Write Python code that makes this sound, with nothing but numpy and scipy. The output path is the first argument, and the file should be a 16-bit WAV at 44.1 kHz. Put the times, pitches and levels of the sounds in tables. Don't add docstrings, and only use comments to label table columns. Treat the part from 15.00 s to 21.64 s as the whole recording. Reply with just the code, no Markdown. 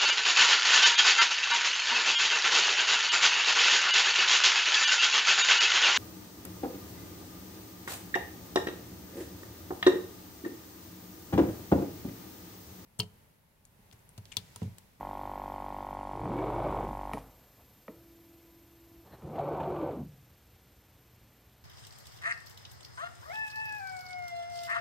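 import sys
import numpy as np
from scipy import signal
from scipy.fft import rfft, irfft
from scipy.io import wavfile
from scipy.ndimage import uniform_filter1d

SR = 44100
rng = np.random.default_rng(int(sys.argv[2]) if len(sys.argv) > 2 else 0)


def store_wav(level_fs):
    pcm = np.round(np.clip(np.atleast_2d(level_fs), -1, 1) * 32767)
    wavfile.write(sys.argv[1], SR, pcm.T.astype(np.int16))


N = 292824
TIME, FREQS = np.arange(N) / SR, np.arange(N // 2 + 1) * SR / N + 1e-3
PUMP_HZ, FIRST_STROKE_S, PUMP_OFF_S = 48.92, .0102, 2.125

# f/Hz, level/dB
RUB_COLOUR = [(40, -19), (110, 8), (300, 0.5), (750, -0.5), (1100, -5), (1600, -15), (5000, -37)]


def from_db(db):
    return np.exp(np.log(10) / 20 * np.asarray(db))


def rms_one(x):
    return x / np.sqrt(np.mean(x ** 2) + 1e-20)


def evened(x):
    return x / np.sqrt(uniform_filter1d(x ** 2, SR // 16) + 1e-20)


def curve(points, outside=None):
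    times, values = np.transpose(points)
    return np.interp(TIME, times, values, outside, outside)


def noise():
    return rng.standard_normal(N)


def band(x, low_hz, high_hz, order=2):
    return signal.sosfilt(signal.butter(order, [low_hz, high_hz], "band", fs=SR, output="sos"), x + 1e-18)


def drift(rate_hz):
    size = N // 40 + 2
    hz = np.arange(size // 2 + 1) * SR / N
    slow = irfft(rfft(rng.standard_normal(size)) / (1 + (hz / rate_hz) ** 2), size)
    return np.interp(np.linspace(0, size - 1, N), np.arange(size), rms_one(slow))


def coloured(x, spectrum, resonances=()):
    hz, db = np.transpose(spectrum)
    gain_db = np.interp(np.log(FREQS), np.log(hz), db)
    for centre, width, peak_db in resonances:
        gain_db += peak_db / (1 + ((FREQS - centre) / width) ** 2)
    return irfft(rfft(x) * from_db(gain_db), N)


def coloured_noise(spectrum):
    return rms_one(coloured(noise(), spectrum))


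def clicks(times, heights):
    out = np.zeros(N)
    out[np.clip(np.round(np.asarray(times) * SR).astype(int), 0, N - 1)] = heights
    return out


def ring(x, hz, t60):
    radius, angle = np.exp(-np.log(1000) / (t60 * SR)), 2 * np.pi * hz / SR
    return signal.lfilter([0, np.sin(angle)], [1, -2 * radius * np.cos(angle), radius ** 2], x + 1e-18)


def rough_tone(hz, width_hz):
    phase = 2 * np.pi * np.cumsum(hz) / SR
    return drift(width_hz) * np.sin(phase) + drift(width_hz) * np.cos(phase)


def swell(at_s, half_length_s):
    return np.exp(-((TIME - at_s) / half_length_s) ** 2)


def dying(at_s, t60):
    return from_db(-60 * np.clip((TIME - at_s) / t60, 0, 2))


def burst(at_s, t60, attack_s=0.0013):
    return np.clip((TIME - at_s) / attack_s, 0, 1) * dying(at_s, t60)


def ringing_on(level, t60):
    fall = np.log(1000) * TIME / t60
    return np.exp(np.maximum.accumulate(np.log(level + 1e-9) + fall) - fall)


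def room_tone(level_db=-60.9, side_db=-2, flutter_db=2, flutter_hz=23.44):
    # f/Hz, level/dB
    room_colour = [(18, -26), (30, -14), (62, -3), (123, -9), (143, -15), (180, -11.5), (238, -15),
                   (298, -15), (394, -19), (482, -17.5), (669, -22), (722, -19.5), (840, -23),
                   (1260, -25.5), (12500, -30.5), (16200, -34.5)]
    # t/s, gain/dB
    hiss_fader = [(0, -3), (1.2, -2.5), (1.9, 0), (2.4, -4), (6.64, -7.5)]
    # f/Hz, level/dB
    hum = [(118.4, -69)]
    mid, side = [from_db(level_db) * coloured_noise(room_colour) for _ in range(2)]
    hiss_gain = from_db(curve(hiss_fader) + flutter_db * np.sin(2 * np.pi * flutter_hz * TIME))
    bass = irfft(rfft(mid) / (1 + (FREQS / 200) ** 4), N)
    treble = irfft(rfft(mid) / (1 + (5000 / FREQS) ** 4), N)
    mid += bass * (from_db(drift(24)) - 1) + treble * (hiss_gain - 1)
    for hz, db in hum:
        mid += from_db(db + 2 * drift(0.67)) * np.sin(2 * np.pi * hz * TIME + drift(3.9))
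    side = from_db(side_db) * hiss_gain * band(side, 5180, 13100, order=4)
    return np.array([mid + side, mid - side])


def workshop_reverb(x, t60=0.38, wet_db=-18):
    tail = band(noise(), 220, 1530, order=1) * np.exp(-np.log(1000) * TIME / t60) * (TIME > .005)
    return from_db(wet_db) * signal.fftconvolve(x, tail / np.sqrt(np.sum(tail ** 2)))[:N]


def electronics_whistle(hz=13270.5, flutter_hz=32, fizz_width_hz=130):
    # t/s, tone/dB, fluttering share, fizz/dB
    states = [(0, -69, 1, -78), (.56, -78, 0.8, -73), (.95, -95, 0.8, -84), (1.33, -79, .9, -77),
              (1.9, -75, 0.9, -75), (2.21, -67.5, 0.1, -90), (2.85, -68, .04, -88), (3.55, -68.5, 0.5, -87),
              (4.17, -78, 1.1, -74), (4.75, -73.5, 1, -76)]
    starts, *columns = np.transpose(states)
    state = np.searchsorted(starts[1:], TIME)
    tone_db, share, fizz_db = [uniform_filter1d(column[state], SR // 30) for column in columns]
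    share = np.clip(share, 0, 1)
    flips = np.tanh(9 * np.sin(2 * np.pi * flutter_hz * TIME + .1 * drift(20)))
    phase = 2 * np.pi * hz * TIME
    tone = np.sqrt(2 * (1 - share)) * np.sin(phase) + np.sqrt(2 * share) * flips * np.cos(phase)
    fizz = rms_one(band(noise(), hz - fizz_width_hz, hz + fizz_width_hz))
    return from_db(tone_db) * tone + from_db(fizz_db) * fizz


def stepper_whine(waver=0.00072):
    # t/s, level/dB
    fader = [(2.885, -75), (2.92, -55), (3.4, -55.5), (3.8, -59), (4.03, -52.5), (4.06, -73)]
    # f/Hz, relative level/dB
    partials = [(290.7, -16), (333.8, -5), (355.3, -20), (667.5, -22.5), (1001, -28)]
    phase_per_hz = 2 * np.pi * np.cumsum(1 + waver * drift(9)) / SR
    tone = sum(from_db(db + 1.2 * drift(4.5)) * np.sin(hz * phase_per_hz) for hz, db in partials)
    return from_db(curve(fader, outside=-120)) * np.sqrt(2) * tone


def head_slides():
    # t/s, half length/s, rub/dB, scrape/dB
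    slides = [(2.599, .022, -59.5, -80), (4.073, 0.023, -56, -74), (4.136, 0.02, -50.5, -63.5),
              (4.215, 0.1, -56.5, -91)]
    # f/Hz, level/dB
    scrape_colour = [(900, -35), (1500, 7), (1850, 10), (2400, -6), (3400, -6), (4200, 9), (4900, -27),
                     (9000, -32), (15000, -50)]
    rub, scrape = coloured_noise(RUB_COLOUR), coloured_noise(scrape_colour)
    return sum(swell(at_s, half_s) * (from_db(rub_db) * rub + from_db(scrape_db) * scrape)
               for at_s, half_s, rub_db, scrape_db in slides)


def valve_gasps():
    # t/s, sharp hiss/dB, soft puff/dB, t60/s
    gasps = [(2.135, -60.5, -59, 0.29), (2.18, -85, -63, 0.12)]
    hiss = rms_one(band(noise(), 9300, 10800))
    puff = rms_one(band(noise(), 900, 5400, order=1))
    return sum(burst(at_s, t60) * (from_db(hiss_db) * hiss + from_db(puff_db) * puff)
               for at_s, hiss_db, puff_db, t60 in gasps)


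def bench_shake(shake_db=-52.5, swell_db=9, settle_db=-45, linger_db=-62):
    shake = from_db(shake_db + swell_db * swell(1.73, 0.47)) * dying(PUMP_OFF_S, t60=0.99)
    settle = from_db(settle_db) * burst(PUMP_OFF_S, t60=0.47)
    linger = from_db(linger_db) * burst(PUMP_OFF_S, t60=3.5)
    phase = 2 * np.pi * PUMP_HZ * (TIME - FIRST_STROKE_S - .002)
    return shake * np.sqrt(2) * np.cos(phase) + (settle + linger) * coloured_noise(RUB_COLOUR)


def rattles(t60=0.074, trim_db=-2):
    # t/s, level before trim/dB
    cues = [(1.385, -45), (1.471, -55), (1.560, -50), (1.819, -55), (4.354, -49.5), (4.385, -45.5),
            (4.599, -45), (4.63, -48), (4.758, -49.5), (4.811, -50), (4.915, -58)]
    chatter = coloured_noise([(900, -22), (1400, 9.5), (2300, 1.5), (2900, 0), (3500, -0.5),
                              (4300, -11), (5000, -24), (7000, -15), (14000, -46)])
    return chatter * sum(from_db(db + trim_db) * burst(at_s, t60, attack_s=0.0037) for at_s, db in cues)


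def knocks(crack_s=0.0017, bass_lag_s=0.00244):
    # t/s, level/dB, brightness/Hz, crack/dB
    cues = [(1.254, -31.5, 900, -79), (2.134, -29.5, 6000, -40), (2.8805, -35.5, 1590, -66),
            (4.222, -46, 1200, -85)]
    # f/Hz, relative level/dB, t60/s
    head_modes = [(171, -11, 0.17), (210, -1.5, 0.051), (265, -4.5, 0.08), (298, -6.5, 0.12),
                  (330, -15, 0.037), (433, -7.5, 0.14), (476, -11, .14), (594, -10, .09),
                  (622, -3.5, 0.045), (880, -4, 0.01), (1280, -2.5, 0.021), (1860, -4.5, 0.028),
                  (2080, 4.5, 0.0045), (2390, -0.5, 0.014), (2880, -11, 0.011), (3950, -20, 0.01)]
    out = np.zeros(N)
    for at_s, db, bright_hz, crack_db in cues:
        for k, (hz, mode_db, t60) in enumerate(head_modes):
            height = from_db(db + mode_db) / np.sqrt(1 + (hz / bright_hz) ** 4) * (-1) ** k
            lag_s = bass_lag_s * (hz < 700) * rng.uniform(1, 1.59)
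            out += ring(clicks([at_s + lag_s], height), hz, t60)
        crack = noise() * (TIME > at_s) * np.exp(-np.abs(TIME - at_s) / crack_s)
        out += from_db(crack_db) * band(crack, 1500, 13000)
    return out


def pump_stroke(thud_lag_s=0.0058, thud_below_hz=480, thud_gain=1.18, scatter=0.496, honk_phase=1.56):
    # multiple of the stroke rate, relative level/dB
    harmonics = [(2, -4.5), (3, -13.5), (4, -5.5), (5, -5.5), (6, -2), (7, -7), (8, -8.5), (9, -14.5),
                 (10, -31.5), (11, -3), (12, -1), (13, -4), (14, -1.5), (15, 3), (16, 2.5), (17, 5),
                 (18, 1), (19, 4), (20, 2), (21, -2.5), (22, 2), (23, -12), (24, -13), (25, -28),
                 (26, -12.5), (27, -20.5), (28, -38), (29, -12.5), (30, -19.5)]
    orders, db = np.transpose(harmonics)
    hz, gains = orders * PUMP_HZ, from_db(db)
    t = np.arange(-int(SR / PUMP_HZ), int(SR / PUMP_HZ) + 1)[:, None] / SR
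    lows = 1 / (1 + (hz / thud_below_hz) ** 10)
    thud = thud_gain * np.exp(-2j * np.pi * hz * thud_lag_s)
    smear = scatter * np.exp(2j * np.pi * rng.random(len(hz)))
    phase = honk_phase + np.angle(1 + lows * (thud + smear))
    phase += rng.standard_normal(len(hz)) * (.15 + np.pi * (hz > 1100))
    waves = gains * np.cos(2 * np.pi * hz * t + phase)
    return waves.sum(1) * np.hanning(len(t)) / np.sqrt(np.sum(gains ** 2) / 2)


def pump(level_db=-40.5, swell_db=3, puff_db=-65, puff_lag_s=0.0072, puff_s=0.0029, flow_db=-55.5):
    # t/s, relative level/dB
    run_down = [(2.1362, -2.5), (2.1743, -0.5), (2.1817, -5)]
    # offset from the stroke/s, f/Hz, width/Hz, level/dB
    contacts = [(-.0022, 1760, 380, -53.5), (-.001, 2240, 318, -45.5), (.0047, 2040, 420, -51),
                (.0063, 2350, 380, -53.5), (.0082, 1690, 300, -51)]
    steady_s = np.arange(FIRST_STROKE_S, PUMP_OFF_S, 1 / PUMP_HZ)
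    steady_db = swell_db * np.interp(steady_s, TIME, swell(1.75, 0.091))
    late_s, late_db = np.transpose(run_down)
    times = np.r_[steady_s, late_s]
    force = from_db(np.r_[steady_db, late_db] + .25 * rng.standard_normal(len(times)))
    out = from_db(level_db) * signal.fftconvolve(clicks(times, force), pump_stroke(), "same")
    for lag_s, hz, width_hz, db in contacts:
        ticks = clicks(times + lag_s, force * from_db(db + rng.standard_normal(len(times))))
        out += band(ring(ticks, hz, t60=np.log(1000) / (np.pi * width_hz)), 1570, 2440)
    puff_shape = np.exp(-(np.linspace(-.01, .01, SR // 50) / puff_s) ** 2)
    puffs = signal.fftconvolve(clicks(times + puff_lag_s, force), puff_shape, "same")
    exhaust_hz = 3150 + 330 * drift(396)
    out += from_db(puff_db) * puffs * rms_one(np.sin(2 * np.pi * np.cumsum(exhaust_hz) / SR))
    airflow = coloured_noise([(40, -13), (120, 7), (220, 0.5), (500, -2.5), (1000, -1), (1400, -10),
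                              (2300, -12), (2700, -20), (4500, -22), (12000, -79)])
    return out + from_db(flow_db) * (TIME < late_s[-1]) * airflow


def motor_surges(width_hz=55, settle_s=.02, shudder_s=.35):
    # t/s, f/Hz, glide/(Hz per s), half length/s, level/dB
    surges = [(1.29, 172, 1398, 0.092, -39), (1.391, 2263, 900, 0.024, -55.5),
              (1.394, 297, 200, 0.075, -44.5), (1.429, 386.8, 492, 0.11, -39),
              (1.601, 686, -2000, 0.022, -34), (1.646, 2330, 2002, 0.078, -63),
              (1.671, 593, -100, 0.06, -39), (1.779, 748, 2000, 0.031, -40),
              (1.86, 117, -200, 0.055, -41.5), (1.92, 194, 900, 0.012, -41), (4.255, 135, -300, 0.024, -48),
              (4.396, 680, -600, 0.0099, -30), (4.48, 559, -100, 0.075, -39),
              (4.531, 400, -600, 0.016, -33.5), (4.605, 903, 300, 0.018, -34),
              (4.717, 364, -150, 0.044, -36.5), (4.79, 1163, 500, 0.042, -49),
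              (4.825, 319, -500, 0.044, -37.5), (4.866, 506.7, -1200, 0.076, -38.5),
              (4.999, 234.4, -700, 0.077, -40.5), (5.211, 129, -50, 0.097, -61.5)]
    out = np.zeros(N)
    grit = evened(drift(width_hz)) + 1j * evened(drift(width_hz))
    for at_s, hz, glide, half_s, db in surges:
        t = TIME - at_s
        roughness = min(1, 1 / (1 + (half_s / settle_s) ** 2) + shudder_s * abs(glide) / hz)
        tone = np.exp(2j * np.pi * (hz * t + glide * t ** 2 / 2 + rng.random()))
        texture = np.sqrt(2 * (1 - roughness)) + np.sqrt(roughness) * grit
        out += from_db(db) * swell(at_s, half_s) * np.real(tone * texture)
    return out


def gantry(travel, rails, frame, *, grain_db, growl_db, boom_db, rumble_db, roll_db, rasp_db,
           rumble_power, roll_power, rasp_power, bumps_per_s=450, boom_width_hz=40, lurch_db=1.2):
    # f/Hz, boost/dB
    rail_modes = [(368, 3.3), (560, 1.2), (680, 2), (925, 2.3), (1160, 4.6), (1510, 11)]
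    step_hz = np.maximum(curve(travel, outside=0), 0)
    speed = step_hz / np.max(step_hz)
    frame_hz = frame[0][0]
    boom = from_db(boom_db / (1 + ((step_hz - frame_hz) / boom_width_hz) ** 2))
    rumble_gain = from_db(rumble_db) * ringing_on(speed ** rumble_power * boom, t60=0.6)
    roll_gain = from_db(roll_db) * ringing_on(speed ** roll_power, t60=0.18)
    roll_gain *= from_db(lurch_db * drift(16))
    rasp_gain = from_db(rasp_db) * speed ** rasp_power
    bumps = rms_one((rng.random(N) < bumps_per_s * np.sqrt(speed) / SR) * noise())
    modes = frame + [(hz, 8.8, db) for hz, db in rail_modes]
    shaking = coloured(noise() + from_db(grain_db) * bumps, rails, modes)
    roll = evened(band(shaking, 198, 496, order=3) + speed ** .6 * band(shaking, 505, 1010, order=3))
    rasp = rms_one(band(shaking, 1280, 4900, order=4))
    growl = rough_tone(np.maximum(step_hz, frame_hz), width_hz=75)
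    frame_noise = coloured(noise(), [(40, -3), (65, 2), (100, -3), (200, 1)], frame)
    drone = rms_one(band(frame_noise, 68, 186, order=4))
    growl_share = 0.21 * np.clip(2 - 4 * speed, 0, 1)
    rumble = evened(np.sqrt(growl_share) * growl + np.sqrt(1 - growl_share) * drone)
    return rumble_gain * rumble + roll_gain * (roll + from_db(growl_db) * growl) + rasp_gain * rasp


def gantry_arrives():
    # t/s, full steps/(per s)
    travel = [(1.13, 7), (1.26, 126.5), (1.32, 280), (1.41, 484), (1.62, 647.5), (1.78, 400), (1.87, 123),
              (1.92, 4.9)]
    # f/Hz, level/dB
    rails = [(88, -27), (150, 10.5), (259, -13), (295, 5), (400, 0), (448, -1), (579, 4), (852, -3),
             (1100, -11.5), (1620, -37.5), (2240, -40.5), (2620, -41.5), (7000, -62.5)]
    # f/Hz, width/Hz, boost/dB
    frame = [(119, 6.4, 22), (2230, 92, 11), (3530, 220, 4)]
    return gantry(travel, rails, frame, grain_db=-13, growl_db=-11.5, boom_db=2,
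                  rumble_db=-42.5, roll_db=-35.5, rasp_db=-47.5,
                  rumble_power=0.39, roll_power=0.53, rasp_power=0.51)


def gantry_leaves():
    # t/s, full steps/(per s)
    travel = [(4.22, -7), (4.25, 138), (4.32, 235.5), (4.39, 621), (4.62, 688), (4.87, 561.5), (5.0, 170),
              (5.06, 0)]
    # f/Hz, level/dB
    rails = [(88, -24), (150, -1), (200, -18), (320, 2.5), (410, -1.5), (640, 3.5), (760, 1.5), (908, -6.5),
             (1000, -8), (1520, -32), (1720, -40.5), (2350, -39.5), (4390, -52), (5200, -68)]
    # f/Hz, width/Hz, boost/dB
    frame = [(149.7, 5.2, 18), (2300, 120, 5.6), (4400, 240, 4)]
    return gantry(travel, rails, frame, grain_db=-15, growl_db=-16.5, boom_db=4,
                  rumble_db=-43, roll_db=-37.5, rasp_db=-49.5,
                  rumble_power=0.43, roll_power=0.79, rasp_power=1.13)


def scene():
    moves = gantry_arrives() + gantry_leaves()
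    hits = knocks()
    machine = moves + pump() + bench_shake() + motor_surges() + rattles() + head_slides()
    machine += hits + workshop_reverb(hits) + valve_gasps() + stepper_whine() + electronics_whistle()
    return machine + room_tone()


def record(dry, low_cut_hz=36, high_cut_hz=14330):
    dry = signal.sosfilt(signal.butter(6, low_cut_hz, "high", fs=SR, output="sos"), dry)
    return signal.sosfilt(signal.ellip(12, .1, 70, high_cut_hz, fs=SR, output="sos"), dry)


dry = scene()
out = record(dry)
store_wav(out)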